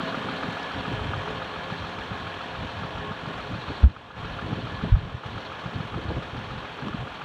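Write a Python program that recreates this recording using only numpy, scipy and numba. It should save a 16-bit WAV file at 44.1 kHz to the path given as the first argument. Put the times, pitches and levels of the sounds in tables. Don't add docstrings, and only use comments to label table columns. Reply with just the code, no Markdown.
import sys
import numpy as np
from scipy import signal
from scipy.fft import rfft, irfft
from scipy.io import wavfile
from scipy.ndimage import uniform_filter1d, minimum_filter1d
from numba import njit

SR = 44100
rng = np.random.default_rng(int(sys.argv[2]) if len(sys.argv) > 2 else 0)


def level_to_linear(level):
    exponent = np.asarray(level, float) / 20
    return 10 ** exponent


def unload_wav(signal):
    wavfile.write(
        sys.argv[1],
        SR,
        np.round(np.clip(np.atleast_2d(signal).T, -1, 1) * 32767).astype(np.int16),
    )


N = 319284
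TIME_S = np.arange(N) / SR
CYCLE_HZ, FIRST_KNOCK_S = 7.072, .004
NEAR_M, FAR_M, RETREAT_S = 4.62, 10.4, 4.74

CYLINDER_LEVELS = [0.84, 1.7, 1, 1.9, 0.33, 1]
# (time [s], rate [Hz])
CYCLE_RATE = [
    (0, 7.0715),
    (4.4, 7.0715),
    (5.3, 7.082),
    (7.24, 7.082),
]
# (frequency [Hz], level [dB per Hz])
CLATTER_COLOUR = [(90, -20), (160, -21), (300, 10), (500, -9.5), (800, 8.5), (1150, 7.5), (1350, -4.5),
                  (1700, 0), (1850, 0.5), (2300, -10), (3100, -24.5), (3800, -1), (4600, -61), (7000, -31)]
# (frequency [Hz], width [Hz], lift [dB])
PANEL_RINGS = [(407, 30, 3), (675, 22, -5), (1077, 40, -7.5), (1074, 170, 5.5), (1416, 200, 13),
               (1661, 29, 14.5), (1730, 16, 1), (2503, 300, 17), (3120, 38, 8)]
# (frequency [Hz], level [dB per Hz])
HISS_COLOUR = [(70, -26.5), (125, -9.5), (250, -1.5), (340, -10.5), (420, -4), (800, -4), (1700, -9),
               (1950, -12.5), (3300, -9), (4100, -23.5), (4900, -29), (5600, -28), (8500, -41.5),
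               (11000, -48), (15400, -52.5)]
# (multiple of the cycle rate [1], level [dB])
GEAR_TONES = [(24, -14), (60, -16.5), (93, -18), (99, -18), (104, -19), (153, -15.5), (243, -17),
              (581, -32)]
# (frequency [Hz], level [dB])
PUMP_TONES = [(526, -20.5), (3176, -30), (5507, -47), (7865, -57)]
# (frequency [Hz], level [dB], time to fall 60 dB [s])
BLOCK_RINGS = [(830, -11, .025), (1000, -6, .025), (1130, 1, .025), (1215, 4, .035), (1300, 0, .022),
               (1370, -3, .022), (1440, 1, .035), (1530, -2, .022), (1635, -3, .03), (1740, -7, .03),
               (2540, -9, .03), (3100, -12, .02)]
# (share of the cycle [0-1], level [dB], centre [Hz], width [Hz])
LIGHT_STRIKES = [(.22, -18.5, 1664, 290), (.385, -23, 1740, 360), (.53, -28, 2480, 410),
                 (0.97, -26, 2350, 340), (0.022, -27.5, 2500, 190), (.555, -19.5, 1040, 250),
                 (.67, -21, 1107, 210), (0.327, -33.5, 925, 250), (0.96, -18.5, 900, 190),
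                 (.5, -31.5, 1630, 330), (.88, -25, 1500, 300), (.58, -33, 4140, 450),
                 (.65, -33.5, 4300, 500), (.1, -35.5, 4250, 250), (0.61, -28, 3100, 240),
                 (0.044, -34, 4420, 860), (0.26, -30, 4150, 630)]
# (frequency [Hz], level [dB])
DRONE_TONES = [(175, -43), (270, -41)]
# (frequency [Hz], level [dB per Hz])
RUMBLE_COLOUR = [(22, -30), (40, -6.5), (65, -1), (110, 3), (180, -6.5), (300, -17.5), (600, -25.5)]
# (start [s], length [s], level [dB], share of higher flutter [0-1])
GUST_EVENTS = [(0, 0.34, -39.5, 1), (0.418, 0.14, -39, 0.2), (0.553, 0.2, -56, 0.6),
               (0.746, 0.08, -33.5, 0.27), (0.872, 0.36, -33, 0.07), (1.274, 0.2, -41.5, 0.3),
               (1.736, 0.36, -41.5, 0.1), (2.08, 0.2, -39, 0), (2.352, 0.22, -48, 0.1),
               (2.58, 0.097, -34, 0.13), (2.764, 0.37, -36.5, 0.06), (3.207, 0.26, -39.5, 0.3),
               (3.486, 0.098, -33.5, 0.3), (3.679, 0.027, -34, 0), (3.738, 0.067, -45, 0.1),
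               (3.816, 0.076, -25, 0.14), (3.885, .035, -30, .1), (3.964, 0.04, -31, 0),
               (4.024, 0.38, -38, 0.02), (4.424, 0.18, -31.5, 0.54), (4.613, 0.15, -33, 0.14),
               (4.78, 0.13, -33.5, 0.25), (4.938, 0.23, -31, 0.01), (5.253, 0.1, -38.5, 0.06),
               (5.343, 0.047, -31, 0.13), (5.445, 0.019, -52, 0.2), (5.632, 0.077, -39, 0.04),
               (5.73, 0.14, -36.5, 0.54), (5.909, 0.3, -33, 0.19), (6.25, 0.032, -38, 0),
               (6.335, 0.047, -31.5, 0.26), (6.39, 0.18, -35, 0.04), (6.55, .06, -31, 0.01),
               (6.616, .05, -37.5, 0.2), (6.813, 0.091, -35.5, 0.4), (6.895, 0.16, -34, 0),
               (7.147, 0.1, -46, 0.3)]
# (time [s], peak level [dB], frequency [Hz])
EDDY_EVENTS = [(0.004, -24, 286), (0.037, -24.5, 192), (0.176, -25, 236), (0.187, -29, 156),
               (0.258, -26, 205), (0.444, -27, 236), (0.489, -24, 165), (0.781, -33, 134),
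               (0.883, -25, 205), (0.9, -27, 156), (0.942, -22, 117), (1.014, -25, 82), (1.065, -28, 96),
               (1.113, -26, 97), (1.164, -29, 103), (1.181, -25, 119), (1.726, -23, 165),
               (2.12, -26.5, 143), (2.799, -29, 177), (2.823, -26, 145), (2.852, -24.5, 145),
               (3.114, -24, 169), (3.279, -24, 150), (3.504, -28, 135), (3.516, -24, 220), (3.537, -27, 96),
               (3.56, -28, 179), (3.59, -27.5, 135), (3.707, -26, 311), (3.717, -29, 109), (4.445, -29, 89),
               (4.468, -29.5, 89), (4.487, -28, 271), (4.518, -28, 204), (4.533, -20, 126),
               (4.578, -35, 145), (4.8, -32, 118), (4.828, -44, 135), (4.84, -16.5, 186), (4.857, -21, 155),
               (4.872, -24, 126), (4.905, -30, 55), (4.97, -14, 124), (4.989, -20, 88.5), (5.019, -26, 127),
               (5.15, -20, 103), (5.263, -27.5, 118), (5.377, -34, 110), (5.662, -23, 131),
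               (5.763, -21, 103), (5.809, -22.5, 146), (5.966, -22, 126), (6.059, -26, 96),
               (6.094, -24, 89), (6.115, -22, 314), (6.172, -21, 91.5), (6.192, -31, 157),
               (6.947, -22, 190), (6.991, -28, 78), (7.02, -23.5, 115)]
# (time [s], peak level [dB], centre [Hz])
TICK_EVENTS = [(.628, -44, 5200), (.6311, -41, 5000), (.6311, -45, 5700), (.6311, -56, 7200),
               (1.85, -50, 5800), (3.8398, -27, 1400), (4.9565, -30, 850), (6.1035, -23, 410),
               (6.1035, -25, 620), (6.1035, -29, 820), (6.8835, -26, 1100), (6.8835, -35, 3000),
               (6.8835, -47, 5600), (6.8835, -56, 7600)]
# (time [s], level [dB], top frequency [Hz])
RASP_EVENTS = [(.921, -32, 490), (1.111, -33.5, 425), (3.531, -40.5, 337), (3.706, -34.5, 450),
               (3.843, -40, 610), (4.471, -34.5, 490), (4.527, -30, 380), (4.59, -40, 550),
               (4.846, -32, 537), (4.881, -38, 460), (5.981, -33, 417), (6.112, -32, 420),
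               (6.175, -30.5, 456), (6.951, -41, 285)]
# (start [s], peak level [dB], frequency [Hz], minus for a pull, length [s],
# lateness of the swell [1], overtone share [1])
THUMP_EVENTS = [
    (3.829, -23, -50, .011, 1, 0),
    (3.8295, -.2, -66, .03, 1.45, .18),
    (3.8522, .6, 64, .031, .8, -.04),
    (4.9183, -5.3, 78, .018, 1.1, .02),
    (4.9365, -4, 57, .024, .6, .03),
]


def curve(rows):
    return np.interp(TIME_S, *np.transpose(rows))


def unit(x):
    return x / np.sqrt(np.mean(x ** 2))


def band_pass(x, low_hz, high_hz, order=2):
    band = signal.butter(order, [low_hz, high_hz], "band", fs=SR, output="sos")
    return unit(signal.sosfilt(band, x))


def colour(x, points, peaks=()):
    hz = np.maximum(np.arange(N // 2 + 1) * SR / N, 1)
    point_hz, point_db = np.transpose(points)
    db = np.interp(np.log(hz), np.log(point_hz), point_db, right=-120)
    for centre, width, lift_db in peaks:
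        db = db + lift_db / (1 + (2 * (hz - centre) / width) ** 2)
    return unit(irfft(rfft(x) * level_to_linear(db), N))


def walk(rate):
    hold = int(SR / rate)
    steps = np.repeat(rng.standard_normal(N // hold + 1), hold)
    return unit(uniform_filter1d(uniform_filter1d(steps, hold), hold)[:N])


def flicker(x, edges_hz, depth_db, rate):
    spectrum, hz = rfft(x), np.arange(N // 2 + 1) * SR / N
    out = np.zeros(N)
    for low, high in zip(edges_hz, edges_hz[1:]):
        band = irfft(spectrum * ((hz >= low) & (hz < high)), N)
        out += band * level_to_linear(depth_db * walk(rate))
    return unit(out)


def wavering_tone(angle, db, db_spread, level_rate, angle_spread, angle_rate):
    level = level_to_linear(db + db_spread * walk(level_rate))
    return level * np.sin(angle + angle_spread * walk(angle_rate))


def crank():
    rate = curve(CYCLE_RATE) * (1 + 0.0003696 * walk(0.774))
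    return 1 + np.cumsum(rate) / SR - FIRST_KNOCK_S * CYCLE_HZ


def knocks(turn, rise, decay, scatter_db):
    firing = np.floor(6 * turn).astype(int)
    since = 6 * turn - firing
    scatter = scatter_db * rng.standard_normal(400)[firing % 400]
    strength = level_to_linear(np.array(CYLINDER_LEVELS)[firing % 6] + scatter)
    return unit(strength * (1 - np.exp(-since / rise)) * np.exp(-since / decay))


def clatter(turn):
    size = int(SR / CYCLE_HZ)
    place = (turn % 1 * size).astype(int)
    first, second = rng.standard_normal((2, size))[:, place]
    drift = 0.5 * walk(1.655)
    pattern = np.cos(drift) * first + np.sin(drift) * second
    knocked = pattern * unit(1.15 + knocks(turn, .1, .45, 1))
    low = signal.butter(2, 750, fs=SR, output="sos")
    steadied = knocked + signal.sosfiltfilt(low, pattern - knocked)
    return colour(steadied, CLATTER_COLOUR, PANEL_RINGS)


def hiss(turn):
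    air = rng.standard_normal(N) * (4.4 + knocks(turn, .12, .35, 3))
    edges_hz = (0, 300, 600, 1200, 2400, 3400, 4700, 7000, 10000, SR / 2)
    return flicker(colour(air, HISS_COLOUR, PANEL_RINGS[:3]), edges_hz, 0.52, 5.8)


def valves(turn):
    centre_hz, width_hz = 3888, 1170
    beat_db = 2.2 * np.cos(4 * np.pi * (turn - .09)) - .4 * np.cos(2 * np.pi * (turn - .15))
    uneven_db = 2.0 * walk(7) + 1.5 * walk(60)
    chatter = level_to_linear(beat_db + uneven_db) * (2.2 + knocks(turn - .02, .2, .5, 2.5))
    noise = rng.standard_normal(N) * chatter
    return band_pass(noise, centre_hz - width_hz / 2, centre_hz + width_hz / 2, order=6)


def rap(turn):
    rebound_s, jitter_s, rebound_db = .0049, .0003, -2
    at = np.flatnonzero(np.diff(np.floor(turn + 0.014)))
    count = len(at)
    blows, uneven_db = np.zeros(N + SR), 2.2 * rng.standard_normal(60)
    blows[at] = level_to_linear(uneven_db[:count])
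    delay_s = rebound_s + jitter_s * np.tanh(uneven_db[-count:])
    blows[at + (delay_s * SR).astype(int)] = level_to_linear(rebound_db + uneven_db[::-1][:count])
    d = np.arange(SR // 8) / SR
    starts = np.resize(rng.uniform(size=11), len(BLOCK_RINGS))
    ring = np.zeros(len(d))
    for (hz, db, t60), start in zip(BLOCK_RINGS, starts):
        ring += level_to_linear(db) * np.exp(-np.log(1000) * d / t60) * np.sin(2 * np.pi * (hz * d + start))
    soft_start = 1 - np.exp(-d / .002)
    return unit(signal.fftconvolve(blows, ring * soft_start)[:N])


def strikes(turn):
    strike_s, scatter_db = .006, 2.5
    noise, out = rng.standard_normal(N), np.zeros(N)
    for k, (share, db, hz, width) in enumerate(LIGHT_STRIKES):
        since = (turn - share) % 1 / CYCLE_HZ / strike_s
        cycle = np.floor(turn - share).astype(int)
        strength = level_to_linear(scatter_db * noise[cycle + 100 * k])
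        burst = np.roll(noise, 9973 * k) * strength * since * np.exp(-2 * since)
        out += level_to_linear(db) * band_pass(burst, hz - width / 2, hz + width / 2)
    return out


def whines(turn):
    gears, pumps = np.zeros(N), np.zeros(N)
    for multiple, db in GEAR_TONES:
        gears += wavering_tone(2 * np.pi * multiple * turn, db, 3.95, 16, 1.35, 30)
    for hz, db in PUMP_TONES:
        slipping_s = TIME_S + np.cumsum(0.000384 * walk(3)) / SR
        pumps += wavering_tone(2 * np.pi * hz * slipping_s, db, 2.37, 18, 0.85, 30)
    sinking_db = 7 - 0.08 * TIME_S ** 2
    return np.sqrt(2) * level_to_linear(sinking_db) * (level_to_linear(-7) * gears + pumps)


def whistle(turn):
    hz, db, fade_at_s = 8183, -49, 1.5
    puff = level_to_linear(db + 9 * np.cos(2 * np.pi * (turn + .03)))
    return puff / (1 + np.exp((TIME_S - fade_at_s) / .15)) * np.sin(2 * np.pi * hz * TIME_S)


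def engine():
    turn = crank()
    parts = level_to_linear(-5.5) * clatter(turn) + level_to_linear(-2.0) * hiss(turn) + level_to_linear(-17) * valves(turn)
    parts += level_to_linear(-9.5) * rap(turn) + strikes(turn) + whines(turn) + whistle(turn)
    metres = FAR_M - (FAR_M - NEAR_M) * np.exp(-TIME_S / RETREAT_S)
    return parts * level_to_linear(-33) * NEAR_M / metres


def drone():
    fade_s = .6
    tones = np.zeros(N)
    for hz, db in DRONE_TONES:
        tones += wavering_tone(2 * np.pi * hz * TIME_S, db, 2.5, 10, 1.1, 18)
    return np.sqrt(2) * tones * np.exp(-TIME_S / fade_s)


def gusts():
    lull_db, trim_db, edge_s = -48, -3, .03
    flutter_db, flutter_rate = 2.8, 30
    deep, high = np.full(N, level_to_linear(lull_db) ** 2), np.zeros(N)
    for t, length, db, share in GUST_EVENTS:
        inside = np.minimum(TIME_S - t, t + length - TIME_S) / edge_s
        power = (level_to_linear(db + trim_db) * np.clip(inside + .5, 0, 1)) ** 2
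        deep += (1 - share) * power
        high += share * power
    noise = rng.standard_normal((2, N))
    rumble = np.sqrt(deep) * colour(noise[0], RUMBLE_COLOUR)
    flutter = np.sqrt(high) * band_pass(noise[1], 130, 295)
    return sum(layer * level_to_linear(flutter_db * walk(flutter_rate)) for layer in (rumble, flutter))


def around(t):
    return slice(max(int((t - .1) * SR), 0), int((t + .1) * SR))


def eddies():
    turns, sag_per_s = 0.77, 2.5
    out = np.zeros(N)
    for t, db, hz in EDDY_EVENTS:
        near = around(t)
        d = TIME_S[near] - t
        swell = level_to_linear(db) * np.exp(-(d * hz / turns) ** 2)
        phase = rng.uniform(0, 2 * np.pi)
        out[near] += swell * np.cos(2 * np.pi * hz * (d - sag_per_s * d ** 2) + phase)
    return out


def ticks():
    tick_s = .0025
    out, d = np.zeros(N), np.arange(SR // 40) / SR
    for t, db, hz in TICK_EVENTS:
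        swell = (1 - np.exp(-d / .0006)) ** 2 * np.exp(-d / tick_s * (hz / 1000) ** .7)
        ping = np.sin(2 * np.pi * hz * d) * swell
        out[int(t * SR):][:len(d)] += level_to_linear(db) * ping / np.abs(ping).max()
    return out


def rasps():
    rise_s, tail_s = .011, .015
    out, noise = np.zeros(N), rng.standard_normal(N)
    for t, db, top_hz in RASP_EVENTS:
        near = around(t)
        d = TIME_S[near] - t
        swell = np.exp(-(d / np.where(d < 0, rise_s, tail_s)) ** 2)
        out[near] += level_to_linear(db) * swell * band_pass(noise[near], .45 * top_hz, 1.09 * top_hz)
    return out


def thumps():
    out = np.zeros(N)
    for t, db, hz, length, late, bend in THUMP_EVENTS:
        x = np.clip((TIME_S - t) / length, 0, 1)
        angle = 2 * np.pi * hz * length * x
        overtones = np.cos(2 * angle) * (x - 1) - 0.67 * np.sin(3 * angle)
        swell = np.sin(np.pi * x ** late) ** 1.2
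        out += level_to_linear(db) * swell * (np.sin(angle) + bend * overtones)
    return out


def scene():
    wind = gusts() + eddies() + rasps() + thumps()
    return (engine() + drone() + wind + ticks())[None]


@njit
def slew(target, fall, rise):
    out, g = np.empty(len(target)), 1.
    for i in range(len(target)):
        g += (target[i] - g) * (fall if target[i] < g else rise)
        out[i] = g
    return out


def roll_off(x):
    return signal.sosfilt(signal.butter(12, 15290, fs=SR, output="sos"), x)


def record(dry):
    limit_db, limit_slope = -8.5, 0.88
    attack_s, hold_s, release_s = .005, .278, .022
    size = int(hold_s * SR) // 2 * 2 + 1
    need = np.minimum(1, level_to_linear(limit_db) / (np.abs(dry[0]) + 1e-9)) ** limit_slope
    held = minimum_filter1d(need, size, origin=size // 2)
    gain = slew(held, 1 / (attack_s * SR), 1 / (release_s * SR))
    return roll_off(dry * gain)


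dry = scene()
out = record(dry)
unload_wav(out)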